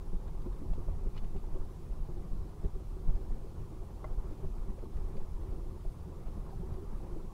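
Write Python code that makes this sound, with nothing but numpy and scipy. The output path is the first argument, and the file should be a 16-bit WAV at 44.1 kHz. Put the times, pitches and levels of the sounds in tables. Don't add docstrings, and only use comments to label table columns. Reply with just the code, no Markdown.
import sys
import numpy as np
from scipy import signal
from scipy.fft import rfft, irfft, next_fast_len
from scipy.io import wavfile
from scipy.ndimage import uniform_filter1d, map_coordinates

SR = 44100
rng = np.random.default_rng(int(sys.argv[2]) if len(sys.argv) > 2 else 0)


def pcm_store(signal):
    levels = np.round(np.clip(np.atleast_2d(signal), -1, 1) * 32767)
    wavfile.write(sys.argv[1], SR, levels.astype(np.int16).T)


def voltage_ratio(level):
    return 10 ** (np.asarray(level, float) / 20)


N = 323253

# (time [s], unevenness [dB], grit [dB])
ROAD = [(0.0, -46, -56.5), (0.84, -40, -54), (1.04, -41, -55.5), (2.0, -45.5, -56), (2.2, -40.5, -55.5),
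        (2.59, -47.5, -56.5), (2.86, -43, -58), (3.14, -43.5, -57), (3.45, -45, -55.5), (3.78, -46, -53.5),
        (4.35, -45, -54.5), (4.82, -42.5, -57), (5.2, -42, -53.5), (6.0, -46, -56.5), (6.27, -48, -53),
        (6.47, -43.5, -54.5), (6.88, -46, -53), (7.33, -45, -54.5)]
# (frequency [Hz], density [dB per Hz])
HEAVE_SPECTRUM = [(2, -10), (6, -15.5), (14, -5), (25, -5), (38, -7.5), (52, -14.5), (70, -41), (150, -120)]
# (frequency [Hz], width [Hz], level [dB])
CABIN_MODES = [(78, 15.1, 3), (106.6, 41, -7), (151.4, 47, -7), (219.3, 7.2, -7)]
# (frequency [Hz], density [dB per Hz])
SHELL_SPECTRUM = [(30, -34.5), (55, 1), (200, -11.5), (270, -15.5), (480, -21.5), (700, -41.5),
                  (1500, -120)]
# (frequency [Hz], width [Hz], level [dB])
PANEL_MODES = [(320, 40, -4), (374.3, 74, 1), (534.3, 63, -10)]
# (frequency [Hz], density [dB per Hz])
TYRE_SPECTRUM = [(260, -30.5), (450, -2.5), (565, -6.5), (715, -4), (775, -4), (878, -4.5), (1130, -7),
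                 (1290, -12), (1430, -16), (1600, -20), (2600, -27), (3380, -42.5), (5720, -120)]
# (time of swing middle [s], peak [dB], swing [Hz], direction [+-1])
BUMPS = [(0.148, -27.5, 15, 1), (0.448, -34.5, 21, 1), (0.718, -25.5, 20, 1), (0.783, -35, 12, 1),
         (0.812, -33, 41, -1), (0.89, -24, 22, -1), (0.973, -33, 14, -1), (1.073, -23.5, 21.3, 1),
         (1.164, -34, 11, 1), (1.248, -25.5, 14.3, 1), (1.361, -32, 11.5, -1), (1.444, -34, 23, 1),
         (1.552, -27, 13, -1), (1.62, -27, 16, -1), (2.343, -28.5, 13, 1), (2.657, -22.5, 27, -1),
         (2.752, -29.5, 22, 1), (3.093, -19, 16.3, 1), (3.153, -30.5, 28, 1), (3.311, -29, 16, 1),
         (3.329, -26.5, 17, -1), (4.186, -27, 32.5, -1), (4.304, -32.5, 14, -1), (4.462, -26, 17, 1),
         (4.701, -28, 19, -1), (4.957, -26, 21, -1), (5.213, -26.5, 12, 1), (5.528, -33, 13.4, 1),
         (5.878, -30, 22, -1), (6.273, -28.5, 22, -1)]
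# (time [s], peak [dB], pitch [Hz])
THUDS = [(0.133, -39, 174), (0.624, -39, 160), (0.705, -39.5, 168), (0.873, -42, 154), (0.963, -41, 166),
         (1.058, -42.5, 181), (1.531, -43, 134), (1.77, -40.5, 165), (2.083, -43, 137), (2.244, -44, 166),
         (2.332, -38.5, 210), (2.413, -43, 134), (2.644, -35, 154), (3.081, -31.5, 150), (4.311, -44, 158),
         (4.395, -41, 155), (4.439, -35.5, 151.4), (4.583, -50, 132), (4.689, -37.5, 204),
         (5.154, -40, 212), (6.06, -40, 182), (6.372, -39.5, 205), (6.458, -42, 148), (6.556, -38, 129),
         (6.598, -35.5, 174), (6.714, -33.5, 129), (6.924, -42, 212), (7.02, -42.5, 176), (7.186, -46, 146),
         (7.244, -42.5, 207)]
# (time [s], peak [dB], pitch [Hz])
JOLTS = [(0.13, -45.5, 369), (0.461, -36.5, 359), (0.616, -42, 288), (0.781, -40.5, 340),
         (0.863, -46.5, 421), (1.065, -47.5, 436), (1.35, -37, 393.6), (1.55, -41, 377),
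         (2.087, -40.5, 357), (2.171, -47, 357), (2.214, -45, 353), (2.446, -45, 332), (2.641, -37.5, 407),
         (2.756, -42, 382), (2.799, -45, 383), (2.963, -44, 374), (3.444, -43.5, 376), (3.723, -44, 316),
         (4.313, -43.5, 308), (4.433, -39.5, 383), (4.83, -38, 368), (4.857, -46, 312), (5.097, -45.5, 360),
         (5.155, -41.5, 376), (5.57, -46, 324), (6.084, -46, 394), (6.371, -43.5, 329), (6.631, -45.5, 370),
         (6.821, -44, 400), (7.163, -39.5, 327)]
# (frequency [Hz], density [dB per Hz])
SHOVE_SPECTRUM = [(100, -25), (180, 3.5), (450, 0.5), (900, -20), (1400, -27.5), (3000, -53), (6000, -120)]
# (time [s], peak [dB], pitch [Hz])
TAPS = [(0.35, -47, 724), (0.469, -46, 537), (0.675, -48, 695), (0.733, -41.5, 693), (0.883, -38.5, 627),
        (1.164, -45, 1015), (1.235, -47, 700), (1.361, -44, 799), (1.44, -44, 856), (1.571, -39.5, 556),
        (1.617, -51, 570), (1.971, -46, 610), (2.646, -44, 567), (3.095, -49, 540), (3.304, -45.5, 683),
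        (3.972, -54, 910), (4.447, -40.5, 662), (4.782, -40, 537), (4.856, -45, 884), (5.091, -48, 556),
        (5.178, -38.5, 546), (5.216, -47, 870), (5.852, -42, 660), (6.371, -45, 548), (6.53, -44, 760),
        (7.004, -46, 790)]
# (time [s], peak [dB])
KNOCKS = [
    (4.0427, -44.5),
    (4.0471, -54),
    (4.0492, -56),
]
# (frequency [Hz], level [dB], t60 [s])
PLASTIC_MODES = [(620, 8.5, 0.053), (783, 6.5, 0.045), (900, -7, 0.018), (1033, 12.5, 0.026),
                 (1270, 1, 0.015), (1530, -12, .02), (1720, -17, 0.017), (2065, -4.5, 0.048)]
# (time [s], peak [dB], low note [Hz], high note [Hz], crack [dB])
TICKS = [(0.28, -60, 1620, 3700, -12), (.42, -66, 3720, 4720, -8), (.528, -60, 1670, 3720, -13),
         (.735, -63, 2710, 3350, -8), (1.146, -64, 2400, 4800, -14), (1.157, -62, 2300, 2600, -8),
         (1.166, -58, 2060, 2460, -5), (1.1778, -51.5, 2060, 2950, -7), (1.243, -64, 2540, 2900, -7),
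         (1.364, -69, 2850, 3600, -0.5), (1.382, -70, 3450, 3500, -14), (1.55, -73, 1700, 2500, -8),
         (2.645, -66, 1710, 2590, -3), (3.1, -69, 1980, 3520, -7), (3.155, -66, 2600, 4800, -9),
         (4.329, -64, 2500, 2800, -9), (4.581, -66, 1710, 2400, -7), (4.787, -65, 1600, 2020, -5),
         (4.968, -63, 2010, 2450, -6), (5.169, -59, 2350, 4630, -10), (5.807, -69, 1890, 2400, -5),
         (6.505, -62.5, 1630, 1640, -17), (6.74, -66, 4740, 4800, -3)]
# (frequency [Hz], level [dB], t60 [s])
FITTING_MODES = [(2950, -1, 0.043), (3450, -5.5, 0.13), (3830, 0, 0.033), (4250, 0, 0.029),
                 (4800, -12, 0.028), (5540, -5, .02)]
# (frequency [Hz], density [dB per Hz])
CRACK_SPECTRUM = [(500, -40), (1200, 5), (2200, 4.5), (5000, -7.5), (6300, -11), (7500, -22), (12000, -30)]
# (frequency [Hz], density [dB per Hz])
HISS_SPECTRUM = [(300, -65), (1500, -1), (3000, 3), (5000, 2), (8000, -0.5), (10900, -0.5), (11200, -3.5),
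                 (16000, -4.5)]


def unit(x):
    return x / np.sqrt(np.mean(x ** 2) + 1e-20)


def curves(rows):
    time_s, *columns = np.transpose(rows)
    return [np.interp(np.arange(N) / SR, time_s, column) for column in columns]


def wobble(rate_hz):
    knots = rng.standard_normal(int(N * rate_hz / SR) + 4)
    return map_coordinates(knots, [np.arange(N) * rate_hz / SR])


def filtered(x, response):
    size = next_fast_len(N + SR // 2)
    spectrum = rfft(x, size) * response(np.fft.rfftfreq(size, 1 / SR))
    return irfft(spectrum, size)[:N]


def shaped(points):
    hz, db = np.transpose(points)
    return lambda f: voltage_ratio(np.interp(np.log(f + 1), np.log(hz + 1), db))


def resonant(modes):
    def response(f):
        power = 0
        for hz, width_hz, db in modes:
            power = power + voltage_ratio(2 * db) / (1 + (2 * (f - hz) / width_hz) ** 2) ** 2
        return np.sqrt(power)
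    return response


def shaken(drive_db, response, patchy_db=0):
    cells = signal.stft(rng.standard_normal(N), nperseg=512)[2]
    patches = uniform_filter1d(rng.standard_normal(cells.shape), size=3, axis=0)
    patches = uniform_filter1d(patches, size=5, axis=1)
    noise = signal.istft(cells * voltage_ratio(patchy_db * unit(patches)), nperseg=512)[1][:N]
    return unit(filtered(voltage_ratio(drive_db) * noise, response))


def ring(modes, attack_s, scatter_db):
    t = np.arange(SR // 4) / SR
    tones = np.zeros(len(t))
    for hz, db, t60_s in modes:
        decay = voltage_ratio(db + rng.normal(0, scatter_db) - 60 * t / t60_s)
        tones += decay * np.sin(2 * np.pi * hz * t)
    return tones * (1 - np.exp(-(t / attack_s) ** 2))


def rub(length, t60_s, rise_s):
    t = np.arange(length) / SR
    swell = voltage_ratio(-60 * t / t60_s) * (1 - np.exp(-t / rise_s))
    return swell * rng.standard_normal(length)


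def add(track, time_s, sound):
    start = round(time_s * SR)
    track[start:start + len(sound)] += sound


def road(strain):
    uneven_db, grit_db = (c - c.mean() for c in curves(ROAD))
    heave_db = -39 + uneven_db
    boom_db = -46 + 0.18 * uneven_db
    panel_db = -55.5 + grit_db
    roar_db = -62.5 + 0.6 * grit_db
    coarse_db = 1.08 * wobble(12) + 0.88 * wobble(35)

    heave_drive_db = 1.12 * coarse_db + 2.5 * wobble(25)
    heave = voltage_ratio(heave_db + 0.38) * shaken(heave_drive_db, shaped(HEAVE_SPECTRUM))

    boom_drive_db = 0.72 * coarse_db + 4 * strain
    boom = voltage_ratio(boom_db - 2.5) * shaken(boom_drive_db, resonant(CABIN_MODES))

    shell_drive_db = 0.65 * coarse_db + 5 * strain
    shell = voltage_ratio(boom_db - 3.5) * shaken(shell_drive_db, shaped(SHELL_SPECTRUM), patchy_db=1.13)

    panel_drive_db = coarse_db + 4 * strain + 1.4 * wobble(25)
    panel = voltage_ratio(panel_db - 1.6) * shaken(panel_drive_db, resonant(PANEL_MODES))

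    roar_drive_db = 0.57 * coarse_db + 4 * strain + 0.89 * wobble(50)
    roar = voltage_ratio(roar_db + 1.85) * shaken(roar_drive_db, shaped(TYRE_SPECTRUM), patchy_db=2.0)
    return heave + boom + shell + panel + roar


def bumps():
    air, strain = np.zeros(N + SR), np.zeros(N + SR)
    t = np.arange(-SR // 10, SR // 10) / SR
    for time_s, db, hz, direction in BUMPS:
        phase = 2 * np.pi * hz * t
        swing = phase * np.exp(0.5 - phase * phase / 2)
        add(air, time_s - 0.1, np.sign(direction) * voltage_ratio(db) * swing)
        add(strain, time_s - 0.1, voltage_ratio(db + 22) * np.exp(-phase * phase / 3))
    return air[:N], strain[:N]


def suspension_thuds():
    out = np.zeros(N + SR)
    for time_s, db, hz in THUDS:
        modes = [(hz, 3, 0.13), (0.532 * hz, -5, 0.15)]
        add(out, max(time_s - 0.008, 0), voltage_ratio(db) * ring(modes, attack_s=0.0081, scatter_db=0.95))
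    return out[:N]


def trim_jolts():
    out, shoves = np.zeros(N + SR), np.zeros(N + SR)
    for time_s, db, hz in JOLTS:
        start_s = max(time_s - 0.004, 0)
        modes = [(hz, 2.5, 0.13), (0.797 * hz, -5, 0.08)]
        add(out, start_s, voltage_ratio(db) * ring(modes, attack_s=0.0065, scatter_db=1.5))
        add(shoves, start_s, voltage_ratio(db + 15) * rub(SR // 10, t60_s=0.08, rise_s=0.0045))
    return out[:N] + filtered(shoves[:N], shaped(SHOVE_SPECTRUM))


def dashboard_taps():
    out = np.zeros(N + SR)
    for time_s, db, hz in TAPS:
        modes = [(hz, -0.7, 0.04), (0.94 * hz, -4, 0.03), (1.236 * hz, -5, 0.03), (1100, -13, 0.03)]
        add(out, time_s - 0.0025, voltage_ratio(db) * ring(modes, attack_s=0.0029, scatter_db=1.5))
    return out[:N]


def plastic_knock():
    out, cracks = np.zeros(N + SR), np.zeros(N + SR)
    t = np.arange(SR // 20) / SR
    for time_s, db in KNOCKS:
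        add(cracks, time_s, voltage_ratio(db - 8 - 60 * t / 0.015) * rng.standard_normal(len(t)))
        add(out, time_s, -voltage_ratio(db) * ring(PLASTIC_MODES, attack_s=0.00062, scatter_db=2.2))
    return out[:N] + filtered(cracks[:N], shaped(CRACK_SPECTRUM))


def fitting_ticks():
    out, cracks = np.zeros(N + SR), np.zeros(N + SR)
    for time_s, db, low_hz, high_hz, crack_db in TICKS:
        ring_db = -14 + 0.97 * (db + 62)
        metal = [(hz, level_db + ring_db, t60_s) for hz, level_db, t60_s in FITTING_MODES]
        notes = [(low_hz, -2, 0.04), (high_hz, -2, 0.035)]
        add(out, time_s - 0.0015, voltage_ratio(db) * ring(notes + metal, attack_s=0.001, scatter_db=2.0))
        crack = rub(SR // 20, t60_s=0.046, rise_s=0.0032)
        add(cracks, time_s - 0.0015, voltage_ratio(db + crack_db + 16) * crack)
    return out[:N] + filtered(cracks[:N], shaped(CRACK_SPECTRUM))


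def microphone_hiss():
    drive_db = 0.17 * wobble(12) + 0.12 * wobble(5.1)
    return voltage_ratio(-71) * shaken(drive_db, shaped(HISS_SPECTRUM), patchy_db=1.3)


def high_whine():
    harmonic = np.arange(33, 46)[:, None]
    level_db = -105.5 + 0.6 * (harmonic - 36) + 2.4 * (harmonic % 4 == 1)
    tones = np.sin(2 * np.pi * harmonic * np.arange(N) / 128)
    return np.sum(voltage_ratio(level_db) * tones, axis=0)


def scene():
    air, strain = bumps()
    struck = suspension_thuds() + trim_jolts() + dashboard_taps()
    rattles = plastic_knock() + fitting_ticks()
    return (road(strain) + air + struck + rattles)[None]


def roll_off(x):
    return signal.sosfilt(signal.butter(12, 16020, fs=SR, output="sos"), x)


def record(dry):
    mix = dry[0] + microphone_hiss() + high_whine()
    limited = filtered(mix, lambda hz: np.where(hz < 15725, 1, voltage_ratio(-30)))
    return roll_off(limited[None])


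dry = scene()
out = record(dry)
pcm_store(out)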